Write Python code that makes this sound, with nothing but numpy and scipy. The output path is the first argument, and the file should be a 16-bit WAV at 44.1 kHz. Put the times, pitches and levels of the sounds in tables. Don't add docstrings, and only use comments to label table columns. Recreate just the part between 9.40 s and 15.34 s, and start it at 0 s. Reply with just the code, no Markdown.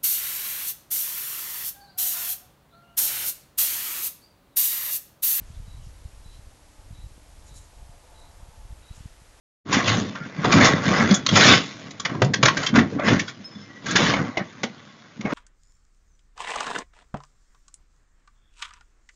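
import sys
import numpy as np
from scipy import signal
from scipy.io import wavfile
from scipy.ndimage import uniform_filter1d

SR = 44100
rng = np.random.default_rng(int(sys.argv[2]) if len(sys.argv) > 2 else 0)


def wav_out(sig):
    wavfile.write(sys.argv[1], SR, np.round(np.clip(np.atleast_2d(sig).T, -1, 1) * 32767).astype(np.int16))


N = 261762

# time of full level in seconds, climb in dB per s, hold in seconds,
# level in dB, fade in dB per s, hiss above the panels in dB relative to that level.
SCRAPES = [(0.341, 400, 0.02, -19, 184, -1.5), (0.499, 164, .005, -21.5, 127, 3),
           (0.748, 300, 0.12, -41.5, 94, -5), (0.98, 350, .03, -40.5, 299, -3.5),
           (1.049, 901, 0.004, -22, 317, -4.5), (1.121, 1500, 0.023, -17.5, 195, 0),
           (1.227, 131, 0.0093, -10, 155, -4.5), (1.33, 300, .005, -27.5, 68, -6.5),
           (1.467, 304, 0.082, -23.5, 108, -1), (1.606, 151, .005, -18, 146, -6.5),
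           (1.713, 303, .005, -21, 297, -2), (2.02, 220, .11, -10.5, 299, 4),
           (2.163, 297, 0.0046, -35, 77, 6.5), (2.695, 201, 0.022, -37.5, 84, -6.5),
           (2.823, 600, 0.021, -45.5, 303, 7), (3.054, 400, .005, -37, 94, 5.5),
           (3.24, 99, .005, -28.5, 285, -0.5), (3.353, 896, 0.027, -19.5, 289, -7),
           (3.505, 299, 0.036, -44, 302, -0.5), (3.589, 1501, 0.066, -30, 300, -27),
           (3.676, 491, .005, -18, 154, -1.5), (3.885, 402, 0.012, -45.5, 600, 9),
           (4.476, 504, .09, -30, 307, 1), (4.563, 900, 0.14, -23, 297, 1.5),
           (4.731, 196, 0.044, -26, 119, -8.5), (5.006, 400, .005, -31, 600, -37),
           (5.865, 497, 0.043, -33.5, 292, -16), (5.906, 597, 0.0071, -30.5, 1198, -10)]
# time in seconds, grinding in dB, rumble in dB.
CREEP = [(.3, -62, -50), (1.85, -50.5, -37), (2.45, -45.5, -42), (3.0, -72.5, -41), (4.0, -51.5, -48),
         (4.4, -51.5, -44.5), (5.15, -49.5, -45), (5.7, -55.5, -55)]


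def grinding():
    rows = np.array(SCRAPES)
    body = rows[:, :5]
    hissing = body.copy()
    hissing[:, 3] += rows[:, 5]
    creep_s, creep_db, _ = np.transpose(CREEP)

    patches = rng.standard_normal((N // 64 + 9, 129)).T
    patches = uniform_filter1d(patches, size=4, axis=0)
    patches = evened(uniform_filter1d(patches, size=30, axis=1))
    patchy_db = 1.8 * patches

    rub = narrow_bands(through_panels(grit(N, 6000, 3.)), 2.5)
    panel_band = signal.butter(4, [500, 2300], "band", fs=SR, output="sos")
    rub /= np.sqrt(np.mean(signal.sosfilt(panel_band, rub) ** 2))

    def level_db(hz, t):
        rest_db = np.interp(t, creep_s, creep_db)
        body_db = (1 - treble(hz)) * contact_db(t, body, rest_db)
        hiss_db = treble(hz) * contact_db(t, hissing, rest_db)
        return body_db + hiss_db - 2.48 * octaves(hz) + patchy_db[:, :len(t)]
    return shaped(rub, level_db)


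# centre in Hz, width in Hz, level in dB beside the direct ticks.
PANELS = [(552, 300, 10.5), (1125, 104, 10), (1523, 560, 10), (1990, 260, 7.5), (2980, 360, -1.5),
          (3450, 150, 4.5), (5000, 160, -7), (6400, 97, -2.5)]


def through_panels(x):
    direct = signal.sosfilt(signal.butter(2, 450, "high", fs=SR, output="sos"), x)
    return direct + sum(gain_of(db) * resonate(x, hz, width) for hz, width, db in PANELS)


def grit(count, per_s, spread_db):
    chance = rng.random(count)
    size = rng.exponential(1, count)
    sign = rng.standard_normal(count)
    return evened((chance < per_s / SR) * gain_of(spread_db * np.minimum(size, 5)) * sign)


def narrow_bands(x, depth_db):
    field = rng.standard_normal((len(x) // 256 + 9, 513)).T
    field = uniform_filter1d(field, size=3, axis=0)
    field = evened(uniform_filter1d(field, size=5, axis=1))
    return shaped(x, lambda hz, t: depth_db * field[:, :len(t)] * (hz > 700), size=1024)


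def contact_db(t, rows, rest_db):
    s, climb, hold, db, fade = np.transpose(rows)[..., None]
    early = np.maximum(s - t, 0)
    late = np.maximum(t - s - hold, 0)
    each_db = db - climb * early - fade * late
    return 10 * np.log10((gain_of(each_db) ** 2).sum(0) + gain_of(rest_db) ** 2)


# time of full level in seconds, climb in dB per s, hold in seconds,
# level in dB, fade in dB per s.
RUMBLES = [(0.317, 271, 0.055, -22.5, 162), (0.503, 130, .12, -22.5, 150), (0.804, 100, 0.036, -42, 49.5),
           (.996, 352, .005, -29.5, 104), (1.077, 402, 0.036, -20, 503), (1.157, 405, 0.072, -11, 116),
           (1.34, 202, 0.073, -25.5, 299), (1.467, 497, 0.018, -18, 53), (1.676, 96, 0.052, -20, 468),
           (1.931, 582, 0.039, -14.5, 177), (2.124, 121, .005, -11, 204), (2.708, 810, 0.083, -29.5, 195),
           (2.848, 255, .005, -22.5, 77), (3.065, 133, .005, -21.5, 147), (3.177, 797, 0.0057, -21.5, 402),
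           (3.372, 312, 0.023, -9.5, 262), (3.569, 239, .003, -20, 1504), (3.731, 176, 0.0059, -13, 186),
           (4, 303, .005, -42, 230), (4.172, 500, .005, -45, 132), (4.461, 702, 0.11, -27, 100),
           (4.552, 801, 0.26, -22, 167), (5.015, 492, .005, -31.5, 1000), (5.796, 297, 0.023, -38.5, 295),
           (5.852, 1300, .003, -23, 895), (5.93, 898, .005, -21, 300)]
# centre in Hz, nominal width in Hz, relative level in dB.
SHELL = [(38, 39, -10), (106.4, 12, -3.5), (124.6, 32, -2.5), (185.5, 68.3, 3.5), (246, 75, 1),
         (291, 160, -18.5), (403, 170, -19.5)]
# time in seconds, peak in dB, pitch in Hz, 60 dB decay in seconds.
THUDS = [(0.313, -40, 184, 0.13), (.364, -14.5, 251, 0.22), (0.474, -19, 103.4, 0.2),
         (0.534, -22.5, 111, .12), (0.58, -15, 216, .1), (0.813, -24.5, 176, 0.031),
         (.987, -22.5, 161.5, .11), (1.054, -13.5, 264, 0.038), (1.14, -6.5, 202, 0.089),
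         (1.334, -17, 178, 0.18), (1.47, -14, 183, 0.28), (1.595, -10, 223.3, 0.31), (1.709, -33, 106, 0.1),
         (1.713, -3, 199.4, 0.074), (1.921, -21, 105, .12), (1.923, -13.5, 200, 0.036),
         (2.074, -5.5, 234, 0.044), (2.751, -28, 128, .1), (2.821, -9.5, 530, 0.05),
         (2.828, -11, 122.5, .1), (2.86, -17, 150, 0.086), (2.9, -24, 168, .08), (2.991, -21, 210, 0.044),
         (3.03, -13.5, 129.4, .14), (3.33, -9.5, 222, .09), (3.35, -7, 236.4, 0.11), (3.38, -3, 221, 0.046),
         (3.525, -22.5, 448, 0.047), (3.562, -12, 272, 0.041), (3.673, -11.5, 212, 0.08),
         (4.0, -33, 200, 0.07), (4.158, -29.5, 204, .1), (4.685, -17, 288, 0.17), (4.887, -20.5, 249, .071),
         (4.973, -19, 338, 0.043), (5.24, -20, 233, 0.07), (5.3, -37, 200, .07), (5.793, -26.5, 213, 0.11),
         (5.848, -20.5, 247, 0.063)]
THUD_RISE_S = 0.0068


def booming():
    creep_s, _, creep_db = np.transpose(CREEP)
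    coarse = np.arange(0, N + 64, 64) / SR
    boom_db = contact_db(coarse, RUMBLES, np.interp(coarse, creep_s, creep_db))
    boom_db = np.interp(np.arange(N) / SR, coarse, boom_db)

    bumps = grit(N, 1200, 2.2)
    modes = np.zeros(N)
    for hz, width, db in SHELL:
        once = resonate(bumps, hz, 2 * width)
        modes = modes + gain_of(db) * resonate(once, hz, 2 * width)
    out = gain_of(boom_db) * evened(modes)

    t = np.arange(SR // 3) / SR
    start_turns = rng.random(len(THUDS))
    for (s, db, hz, t60), turn in zip(THUDS, start_turns):
        tone = np.sin(2 * np.pi * (hz * t + turn))
        add(out, s - .5 * THUD_RISE_S, gain_of(db) * swell(t, THUD_RISE_S, t60) * tone)
    return out


# time in seconds, level in dB, ring in Hz, 60 dB decay in seconds,
# brightness in dB per octave, weight of the low panels in dB.
BANGS = [(.326, -16, 1023, 0.27, 4, -4), (.477, -16.5, 2550, 0.14, -1, -2),
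         (.753, -27.5, 1390, .073, -8, -28), (1.046, -12.5, 1197, 0.098, -4, 7),
         (1.124, -11.5, 2350, 0.032, 2.5, 3), (1.212, -13, 760, 0.05, -8, 5),
         (1.244, -10, 1680, 0.21, 3, -10), (1.279, -21, 2140, 0.053, 4, -10),
         (1.711, -15, 3314, .034, 4, 15.5), (1.742, -13, 3400, 0.11, 32, -7),
         (1.866, -11, 3720, 0.017, 1.5, -15), (1.89, -14, 3270, 0.033, -1.5, -4),
         (1.956, -8, 1353, 0.25, 3.5, 6.5), (2.508, -35.5, 3830, 0.046, 5.5, 2),
         (2.599, -24.5, 1145, 0.045, 10, 4), (2.651, -19.5, 1780, 0.058, 0.5, -4),
         (2.66, -19, 1980, 0.026, -7, -3), (2.695, -26.5, 1880, 0.068, -16, -13),
         (2.75, -22.5, 1030, .02, -19, 8), (2.82, -7, 534, .035, -4.5, 4.5),
         (2.847, -30.5, 562, 0.03, 9, 2), (2.938, -19, 1680, 0.026, 2, -2),
         (2.943, -15, 1610, 0.021, 3.5, 9), (3.03, -5.5, 1160, 0.043, 0.5, 6.5),
         (3.056, -6.5, 1316, 0.054, 2, 4), (3.083, -9, 1096, 0.032, -1.5, -22),
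         (3.171, -18.5, 1590, 0.05, 0, 1.5), (3.229, -24.5, 1310, 0.19, 1, 1),
         (3.264, -18.5, 3156, 0.074, 2, -23), (3.29, -28.5, 1540, 0.044, -1.5, -13),
         (3.355, -11.5, 550, .16, -3.5, -15), (3.385, -14, 1790, 0.071, -4.5, -12),
         (3.594, -21, 640, 0.06, -13.5, -5.5), (3.678, -16, 1500, 0.097, -11, 3),
         (3.794, -21, 1775, 0.084, 4, -9), (3.879, -30, 3300, 0.13, -1, -16),
         (4.46, -27.5, 1600, 0.083, 4, -12), (4.485, -27, 3410, .077, 0, -10),
         (4.51, -20.5, 1660, .055, 22, -4), (4.557, -9.5, 1670, 0.09, 0.5, -12),
         (4.738, -15, 2140, 0.042, -3.5, 4.5), (4.972, -16.5, 2063, 0.063, -1, 14.5),
         (5.234, -17, 556, 0.042, 1, 5.5), (5.811, -31, 2140, 0.025, 1.5, 11),
         (5.851, -23, 2184, 0.18, -23, 18), (5.921, -22, 645, 0.098, -8, 5)]
BANG_BANDS_DB, BANG_RISE_S = 3.5, .006
RING_SHARE, RING_FADE_DB_PER_S = 0.37, 348.5


def banging():
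    out = np.zeros(N)
    t = np.arange(SR // 4) / SR
    below_8k = signal.butter(4, 8000, fs=SR, output="sos")
    for s, db, ring_hz, t60, bright, weight_db in BANGS:
        ticks = grit(len(t), 9000, 1.2)

        def colour_db(hz, after):
            tilt_db = bright * octaves(np.minimum(hz, 7500))
            return tilt_db + weight_db * (hz < 900) - 150 * after * treble(hz)
        crack = shaped(narrow_bands(through_panels(ticks), BANG_BANDS_DB), colour_db)
        crack = signal.sosfilt(below_8k, crack)
        crack = crack / np.std(crack[:SR // 40])

        struck = np.sin(2 * np.pi * ring_hz * t)
        rattled = evened(resonate(ticks, ring_hz, 170))
        patch = gain_of(-RING_FADE_DB_PER_S * t) * evened(struck + 0.73 * rattled)

        metal = np.sqrt(1 - RING_SHARE) * crack + np.sqrt(RING_SHARE) * patch
        add(out, s - .5 * BANG_RISE_S, gain_of(db) * swell(t, BANG_RISE_S, t60) * metal)
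    return out


# start in seconds, level in dB, pitch in Hz,
# 60 dB decay in seconds.
THIN_TONES = [(0.756, -38, 1387, 0.062), (0.799, -31, 1400, 0.063), (4.038, -37.5, 5170, 0.086),
              (4.08, -52.5, 5190, 0.81), (4.13, -44.5, 3470, 0.33), (4.19, -52, 5270, .15),
              (4.2, -52, 2090, .6), (4.279, -47, 1930, 0.3), (4.35, -40, 1945, 0.065)]


def thin_tones():
    out = np.zeros(N)
    t = np.arange(SR // 3) / SR
    for s, db, hz, t60 in THIN_TONES:
        wobble = 1 + 0.28 * evened(uniform_filter1d(rng.standard_normal(len(t)), size=500))
        add(out, s, gain_of(db) * swell(t, 0.026, t60) * wobble * np.sin(2 * np.pi * hz * t))
    return out


# frequency in Hz, 60 dB decay in seconds.
FRONTS = [(150, 0.13), (600, 0.22), (2000, 0.14), (4000, 0.17), (7000, 0.088)]


def house_fronts(x):
    taps = np.zeros(SR // 2)
    at = np.arange(500, SR // 2 - 20, 20)
    at = at + rng.integers(0, 20, len(at))
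    taps[at] = rng.choice([-1., 1.], len(at))
    tail = shaped(taps, lambda hz, t: -60 * t / read(FRONTS, hz))
    return signal.fftconvolve(x, tail / np.linalg.norm(tail))[:N]


# frequency in Hz, relative density in dB per Hz.
STREET = [(30, -27.5), (100, -16), (220, 1.5), (500, -19), (1300, -9.5), (2200, -24.5), (4000, -18.5),
          (7000, -25.5), (9000, -35.5)]
STREET_DB = -56


def street():
    bed = shaped(rng.standard_normal(N), lambda hz, t: read(STREET, hz), size=2048)
    return gain_of(STREET_DB) * evened(bed)


def gain_of(db):
    return 10 ** (np.asarray(db) / 20)


def evened(x):
    return x / np.sqrt(np.mean(x ** 2) + 1e-20)


def read(points, hz):
    f, value = np.transpose(points)
    return np.interp(np.log(hz + 1), np.log(f + 1), value)


def add(mix, s, sound):
    part = mix[round(s * SR):][:len(sound)]
    part += sound[:len(part)]


def resonate(x, hz, width):
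    pole = np.exp((2j * np.pi * hz - np.pi * width) / SR)
    return 2 * signal.lfilter([1 - abs(pole)], [1, -pole], x).real


def shaped(x, db_at, size=256):
    overlap = size * 3 // 4
    hz, t, z = signal.stft(x, SR, nperseg=size, noverlap=overlap)
    z = z * gain_of(db_at(hz[:, None], t))
    return signal.istft(z, SR, nperseg=size, noverlap=overlap)[1][:len(x)]


def octaves(hz):
    return np.log2(np.maximum(hz, 700) / 1500)


def treble(hz):
    return np.clip(np.log2(hz / 2100 + 1e-9) / .5, 0, 1)


def swell(t, rise, t60):
    shape = (1 - np.exp(-(t / rise) ** 2)) * gain_of(-60 * t / t60)
    return shape / shape.max()


def scene():
    crash = grinding() + booming() + banging() + thin_tones()
    return (crash + gain_of(-14.5) * house_fronts(crash) + street())[None]


# frequency in Hz, gain in dB.
COLOUR = [(25, -15), (60, -16.5), (100, 4.5), (300, -4.5), (6000, 1), (6900, 0.5), (7300, -9.5),
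          (7700, -51), (8600, -26), (9200, -52)]
OPENS_S, EDGE_HZ = 0.25, 8850


def record(dry):
    opened = dry[0] * np.clip((np.arange(N) / SR - OPENS_S) / 0.011, 0, 1)
    held = .8 * np.tanh(opened / .8)
    coloured = shaped(held, lambda hz, t: read(COLOUR, hz), size=1024)
    band_limit = signal.firwin(511, EDGE_HZ, window=("kaiser", 9), fs=SR)
    return signal.oaconvolve(coloured, band_limit, "same")[None]


dry = scene()
out = record(dry)
wav_out(out)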